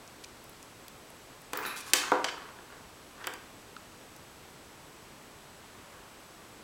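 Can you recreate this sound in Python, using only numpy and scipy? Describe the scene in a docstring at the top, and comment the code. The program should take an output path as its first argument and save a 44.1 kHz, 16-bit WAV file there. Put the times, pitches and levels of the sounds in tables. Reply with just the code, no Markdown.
"""Steel watch laid on a table

In a quiet room the bracelet touches down, drags and clacks; the case lands with a dull knock that rings
the hard table top, and the links settle. Later the fingers let go with a few clicks. Close by, a second
watch ticks faintly in the hand. Underneath, the electronics hiss and whine."""
import sys
import numpy as np
from scipy import signal
from scipy.fft import rfft, irfft
from scipy.io import wavfile

SR = 44100
rng = np.random.default_rng(int(sys.argv[2]) if len(sys.argv) > 2 else 0)


def pcm_store(signal):
    """Save signal as 16-bit PCM."""
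    levels = np.round(np.clip(np.atleast_2d(signal), -1, 1) * 32767)
    wavfile.write(sys.argv[1], SR, levels.astype(np.int16).T)


N = 292383
TIME = np.arange(N) / SR
CUTOFF_HZ = 15950


def from_db(db):
    """Decibels to gain."""
    return 10 ** (np.asarray(db) / 20)


def unit_energy(x):
    """Scale to a total energy of 1."""
    return x / np.sqrt(np.sum(x ** 2) + 1e-20)


def rms_one(x):
    """Scale to an rms of 1."""
    return x / np.sqrt(np.mean(x ** 2) + 1e-20)


def at_hz(points, hz):
    """Read a curve on a log-frequency axis."""
    known_hz, values = np.transpose(points)
    return np.interp(np.log(np.maximum(hz, 1)), np.log(known_hz), values)


def fade(t60, t):
    """Exponential decay, 60 dB down after t60 seconds."""
    return np.exp(-np.log(1000) * t / t60)


def add(out, start_s, sound):
    """Mix a sound in at its cue."""
    start = round(start_s * SR)
    out[start:start + len(sound)] += sound[:N - start]


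def band(x, low_hz, high_hz):
    """Causal band-pass."""
    return signal.sosfilt(signal.butter(2, [low_hz, high_hz], "band", fs=SR, output="sos"), x + 1e-18)


def coloured(x, spectrum):
    """Shape a steady noise with an EQ curve; rms 1."""
    hz = np.arange(len(x) // 2 + 1) * SR / len(x)
    return rms_one(irfft(rfft(x) * from_db(at_hz(spectrum, hz)), len(x)))


def resonate(x, hz, width_hz):
    """One resonance, unity gain at its peak."""
    return signal.lfilter(*signal.iirpeak(hz, hz / width_hz, fs=SR), x + 1e-18)


def struck(modes):
    """One second of a body's decaying modes, signs alternating; unit energy."""
    t = TIME[:SR]
    return unit_energy(sum((-1) ** k * from_db(db) * fade(t60, t) * np.sin(2 * np.pi * hz * t)
                           for k, (hz, db, t60) in enumerate(modes)))


def chatter(t60, first_db, evenness=0.51):
    """A sharp first touch, then a dying swarm of micro-impacts, partly flattened in spectrum."""
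    t = TIME[:SR // 10]
    swarm = unit_energy(rng.standard_normal(len(t)) * fade(t60, t))
    swarm[0] += from_db(first_db)
    spectrum = rfft(swarm, 2 * len(t))
    return irfft(spectrum / (np.abs(spectrum) + 1e-9) ** evenness)[:len(t)]


def slips(per_s, spread_db):
    """Friction as a dense train of tiny slips of uneven size."""
    sizes = from_db(spread_db * np.minimum(rng.exponential(1, N), 4))
    signs = rng.choice([-1, 1], N)
    return sizes * signs * (rng.random(N) < per_s / SR)


# colour of room air and microphone hiss: (frequency [Hz], relative level [dB])
AIR_COLOUR = [(12, -36), (20, -6.5), (65, -2.5), (93, -3), (123, -1.5), (209, -3), (240, -2), (419, -2.5),
              (469, -3.5), (819, -5.5), (996, -5), (1560, -9), (7440, -18), (8090, -18), (15800, -26.5)]
# steady tones of the electronics: (frequency [Hz], rms level [dB])
ELECTRONIC_TONES = [(247, -75.5), (11370, -78)]


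def background(air_db=-52, whine_db=-70.5, whine_hz=7867, restart_hz=29.97):
    """The bed: air, hiss, faint electronic tones and a thin whine restarting thirty times a second."""
    air = from_db(air_db) * coloured(rng.standard_normal(N), AIR_COLOUR)
    tones = sum(from_db(db) * np.sin(2 * np.pi * hz * TIME) for hz, db in ELECTRONIC_TONES)
    whine = from_db(whine_db) * np.sin(2 * np.pi * whine_hz * (TIME % (1 / restart_hz)))
    return air + np.sqrt(2) * (tones + whine)


# colour of the room's reflections: (frequency [Hz], relative level [dB])
REVERB_COLOUR = [(100, -24), (300, 2.5), (600, 2), (1200, 1), (2200, 0.5), (5000, 0), (8000, 0.5),
                 (11000, -6), (16000, 0)]
# length of the room's tail: (frequency [Hz], t60 [s])
REVERB_DECAY = [(200, 0.6), (1200, 0.51), (3000, 0.6), (6000, 0.5), (9000, 0.36), (15000, 0.37)]


def room(send, build_s=0.018):
    """Reflections build over the first moments, then die away, the treble first."""
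    t, edges = TIME[:SR], np.geomspace(100, 18000, 13)
    tail = np.zeros(SR)
    for low_hz, high_hz in zip(edges, edges[1:]):
        hz = np.sqrt(low_hz * high_hz)
        wash = band(rng.standard_normal(SR), low_hz, high_hz)
        tail += from_db(at_hz(REVERB_COLOUR, hz)) * wash * fade(at_hz(REVERB_DECAY, hz), t)
    response = unit_energy(tail * np.minimum(t / build_s, 1))
    return signal.fftconvolve(send, response)[:N]


# small close metal ticks, and at 1.573 s the bright top of one bracelet hit on the table:
# (time [s], level [dB], low cut [Hz], high cut [Hz])
METAL_TICKS = [(0.0763, -28, 4700, 7400), (.239, -26, 3000, 9000), (.2424, -23.5, 3000, 5400),
               (.244, -28, 2350, 2550), (.246, -22.5, 4600, 7500), (0.441, -31, 8000, 15000),
               (.4949, -29, 10000, 15000), (0.628, -25.5, 5000, 11000), (.882, -23, 1100, 14000),
               (1.103, -29.5, 8500, 12000), (1.4178, -32, 9000, 14000), (1.573, -10, 13700, 16000),
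               (1.76, -25, 11500, 15000), (3.7647, -28, 2500, 4560), (3.7656, -17, 1240, 1470),
               (4.164, -29.5, 4000, 13000)]


def ticks(snap_db=-14):
    """Tiny clicks of metal: each rings in its own band over a faint snap."""
    out = np.zeros(N)
    for start, db, low_hz, high_hz in METAL_TICKS:
        touch = chatter(t60=0.008, first_db=-6)
        ring = unit_energy(band(touch, low_hz, high_hz))
        snap = from_db(snap_db) * unit_energy(band(touch, low_hz=2500, high_hz=6000))
        add(out, start, from_db(db) * (ring + snap))
    return out


# squeals of a dragging link edge: (time [s], length [s], rms level [dB], pitch [Hz])
LINK_SQUEALS = [(1.57, .09, -54, 14800), (1.618, 0.23, -51, 2500), (1.649, 0.11, -51, 3970),
                (1.659, .05, -50, 13600), (1.66, .09, -51, 10900)]


def squeals(rise_share=0.055, width_share=0.11):
    """A dragged link edge catches: slips in one narrow resonance start quickly and die away."""
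    out = np.zeros(N)
    for start, length, db, hz in LINK_SQUEALS:
        t, half_width = TIME[:int(length * SR)], hz * width_share / 2
        swell = np.interp(t / length, [0, rise_share, 1], [0, 1, 0])
        friction = slips(per_s=3900, spread_db=3.5)[:len(t)]
        squeal = band(friction, hz - half_width, hz + half_width)
        add(out, start, from_db(db) * rms_one(swell * squeal))
    return out


# resonances of the bracelet rubbing the table: (frequency [Hz], width per pass [Hz], relative level [dB])
RUB_RESONANCES = [(357, 340, -3.5), (1170, 740, 4.5), (1450, 680, -3.5), (2470, 260, -5), (4260, 840, -11)]
# colour of sliding steel: (frequency [Hz], relative level [dB])
STEEL_HISS = [(1000, -18), (2500, -4), (4500, -3), (7500, -3.5), (11000, -4.5), (15000, -15)]
# strokes of sliding, and at 1.984 s a low wash swelling after the loud clack:
# (time [s], length [s], rub level [dB], hiss level [dB])
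SWELLS = [(1.522, 0.12, -42.5, -56), (1.602, 0.17, -42, -53.5), (1.757, 0.062, -50, -40.5),
          (1.85, 0.079, -48.5, -46), (1.984, 0.21, -38.5, -62), (2.24, 0.3, -50.5, -72),
          (2.682, 0.12, -55, -76), (3.13, 0.24, -51.5, -73), (5.5, 0.99, -61.5, -85)]


def slides_and_wash(rise_share=0.37, rasp_db=4.5, rasp_hz=110):
    """Tiny slips swell and fade as a low rub and a high hiss: the slides, and one low wash."""
    rub_gain, hiss_gain = np.zeros(N), np.zeros(N)
    for start, length, rub_db, hiss_db in SWELLS:
        swell = np.interp((TIME - start) / length, [0, rise_share, 1], [0, 1, 0])
        rub_gain += from_db(rub_db) * swell ** 0.72
        hiss_gain += from_db(hiss_db) * swell ** 0.85
    # sliding links catch and let go, so the pressure is uneven
    grip = from_db(rasp_db * np.interp(TIME * rasp_hz, np.arange(N), rng.standard_normal(N)))
    drag = grip * slips(per_s=1800, spread_db=4)
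    rub = sum(from_db(db) * resonate(resonate(drag, hz, width_hz), hz, width_hz)
              for hz, width_hz, db in RUB_RESONANCES)
    hiss = coloured(grip * slips(per_s=5000, spread_db=4.5), STEEL_HISS)
    return rub_gain * rms_one(rub) + hiss_gain * hiss


# steel hits the table: (time [s], clack level [dB], low cut [Hz], high cut [Hz], chatter t60 [s],
# clack's reverb send [dB], knock level [dB])
STEEL_HITS = [(1.533, -10.5, 990, 12900, .012, -3.5, -7.5), (1.556, -25, 1500, 16000, .015, -5, -28),
              (1.5735, -14.5, 6500, 19000, 0.0043, -11, -8.5), (1.634, -23, 1200, 9000, 0.024, 13, -14.5),
              (1.9345, 8, 2370, 10700, 0.015, -.5, -1), (2.1186, -11.5, 700, 2800, .015, -13, 8.5),
              (2.2436, -2.5, 1400, 6200, 0.031, -2, -5), (2.2838, -8, 1280, 4840, 0.07, -16, -42),
              (3.2414, -15.5, 1300, 4970, .025, -1, -23), (3.2708, -9, 1100, 15000, 0.0026, -8.5, -9.5),
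              (3.2742, -12, 1210, 2400, 0.032, 0, -21), (3.3375, -19.5, 2000, 13000, .008, -12, -26)]


def contacts(settle_s=2.37, first_gap_s=0.05, gap_growth=1.4, count=5):
    """The cue list: single hits, then the links settling in soft touches with widening gaps."""
    gaps = first_gap_s * gap_growth ** np.arange(count)
    starts = settle_s + np.cumsum(gaps) - gaps
    return STEEL_HITS + [(start, -29, 950, 2800, 0.0001, -1, -23) for start in starts]


# ring of the table top: (frequency [Hz], relative level [dB], t60 [s])
TABLE_MODES = [(291, -7.5, .42), (356, -6.5, .45), (403, -5.5, .33), (506, 1.5, .33), (651, -6, .27),
               (707, -10, .2), (766, -8, .25), (839, -6, .3), (963, -4, .22), (1032, -5, .18),
               (1146, -6, .22), (1256, -5, .17), (1372, -7, .24)]
# colour of a knock on the table: (frequency [Hz], relative level [dB])
THUD_COLOUR = [(100, -6), (190, -14), (280, 2.5), (450, -1), (590, -8.5), (790, -1.5), (1050, 2),
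               (1300, -0.5), (1650, -14), (3000, -24), (8000, -59)]


def table_knocks(trim_db=-3, thud_t60=0.051, low_cut_hz=240):
    """Every contact knocks the top: a short dense thud, new at each spot, and a longer modal ring."""
    thuds, rings, t = np.zeros(N), np.zeros(N), TIME[:SR // 4]
    ring = struck(TABLE_MODES)
    for start, *_, knock_db in contacts():
        burst = coloured(rng.standard_normal(len(t)), THUD_COLOUR) * fade(thud_t60, t)
        thud = unit_energy(band(burst, low_cut_hz, CUTOFF_HZ))  # the thud carries little bass
        gain = from_db(knock_db + trim_db)
        add(thuds, start, gain * thud)
        add(rings, start, gain * ring)
    return thuds, rings


# short resonances of the steel links: (frequency [Hz], width [Hz], relative level [dB])
LINK_RESONANCES = [(1590, 400, 3), (2380, 920, -5), (3080, 300, 0), (3580, 150, -10), (4250, 110, -8),
                   (4685, 130, 1.5), (5740, 990, -8.5), (6400, 270, -10), (7640, 710, -3),
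                   (9330, 220, -5.5), (10050, 220, -6), (12150, 330, -7.5), (14800, 1100, -2)]


def clack(t60, low_hz, high_hz, click_db=-9):
    """One rattle: the links ring briefly on top of the plain click; unit energy."""
    click = chatter(t60, first_db=-11.5)
    ring = sum(from_db(db) * resonate(click, hz, width_hz) for hz, width_hz, db in LINK_RESONANCES)
    return unit_energy(band(from_db(click_db) * click + ring, low_hz, high_hz))


# faint long ring of case and clasp: (frequency [Hz], relative level [dB], t60 [s])
CASE_MODES = [(1143, -2, .5), (1535, -7, .5), (1603, -6, .55), (1673, -7, .5), (3034, -4, .4),
              (3171, -7, .35), (4764, 1, .35), (5028, 0, .18), (6320, -6, .27), (7814, -7, .35)]


def bracelet(case_db=-22, case_force_power=2.2, rebound_s=0.0026, rebound_db=-5, rebound_low_hz=1200):
    """Each contact rattles the links and rebounds once; hard blows also set the case ringing faintly."""
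    direct, send, case_ring = np.zeros(N), np.zeros(N), struck(CASE_MODES)
    for start, db, low_hz, high_hz, t60, send_db, _ in contacts():
        first = clack(t60, low_hz, high_hz)
        # harder blows rebound brighter: the band doubles in width every 9 dB
        rebound_high_hz = rebound_low_hz + 4460 * 2 ** (db / 9)
        rebound = from_db(rebound_db) * clack(t60=0.027, low_hz=rebound_low_hz, high_hz=rebound_high_hz)
        for cue, rattle in (start, first), (start + rebound_s, rebound):
            add(direct, cue, from_db(db) * rattle)
            add(send, cue, from_db(db + send_db) * rattle)
        add(direct, start, from_db(case_db) * from_db(db) ** case_force_power * case_ring)
    return direct, send


def scene(reverb_db=-5, near_send_db=-12):
    """The table is an arm's length away and fills the room; the ticks are close and nearly dry."""
    thuds, table_ring = table_knocks()
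    clacks, clack_send = bracelet()
    far = thuds + slides_and_wash() + squeals()
    near = ticks()
    reverb = from_db(reverb_db) * room(far + clack_send + from_db(near_send_db) * near)
    return (far + near + clacks + table_ring + reverb + background())[None]


def record(dry):
    """A steep low-pass takes off the highest treble."""
    return signal.sosfilt(signal.ellip(12, .1, 80, CUTOFF_HZ, fs=SR, output="sos"), dry)


dry = scene()
out = record(dry)
pcm_store(out)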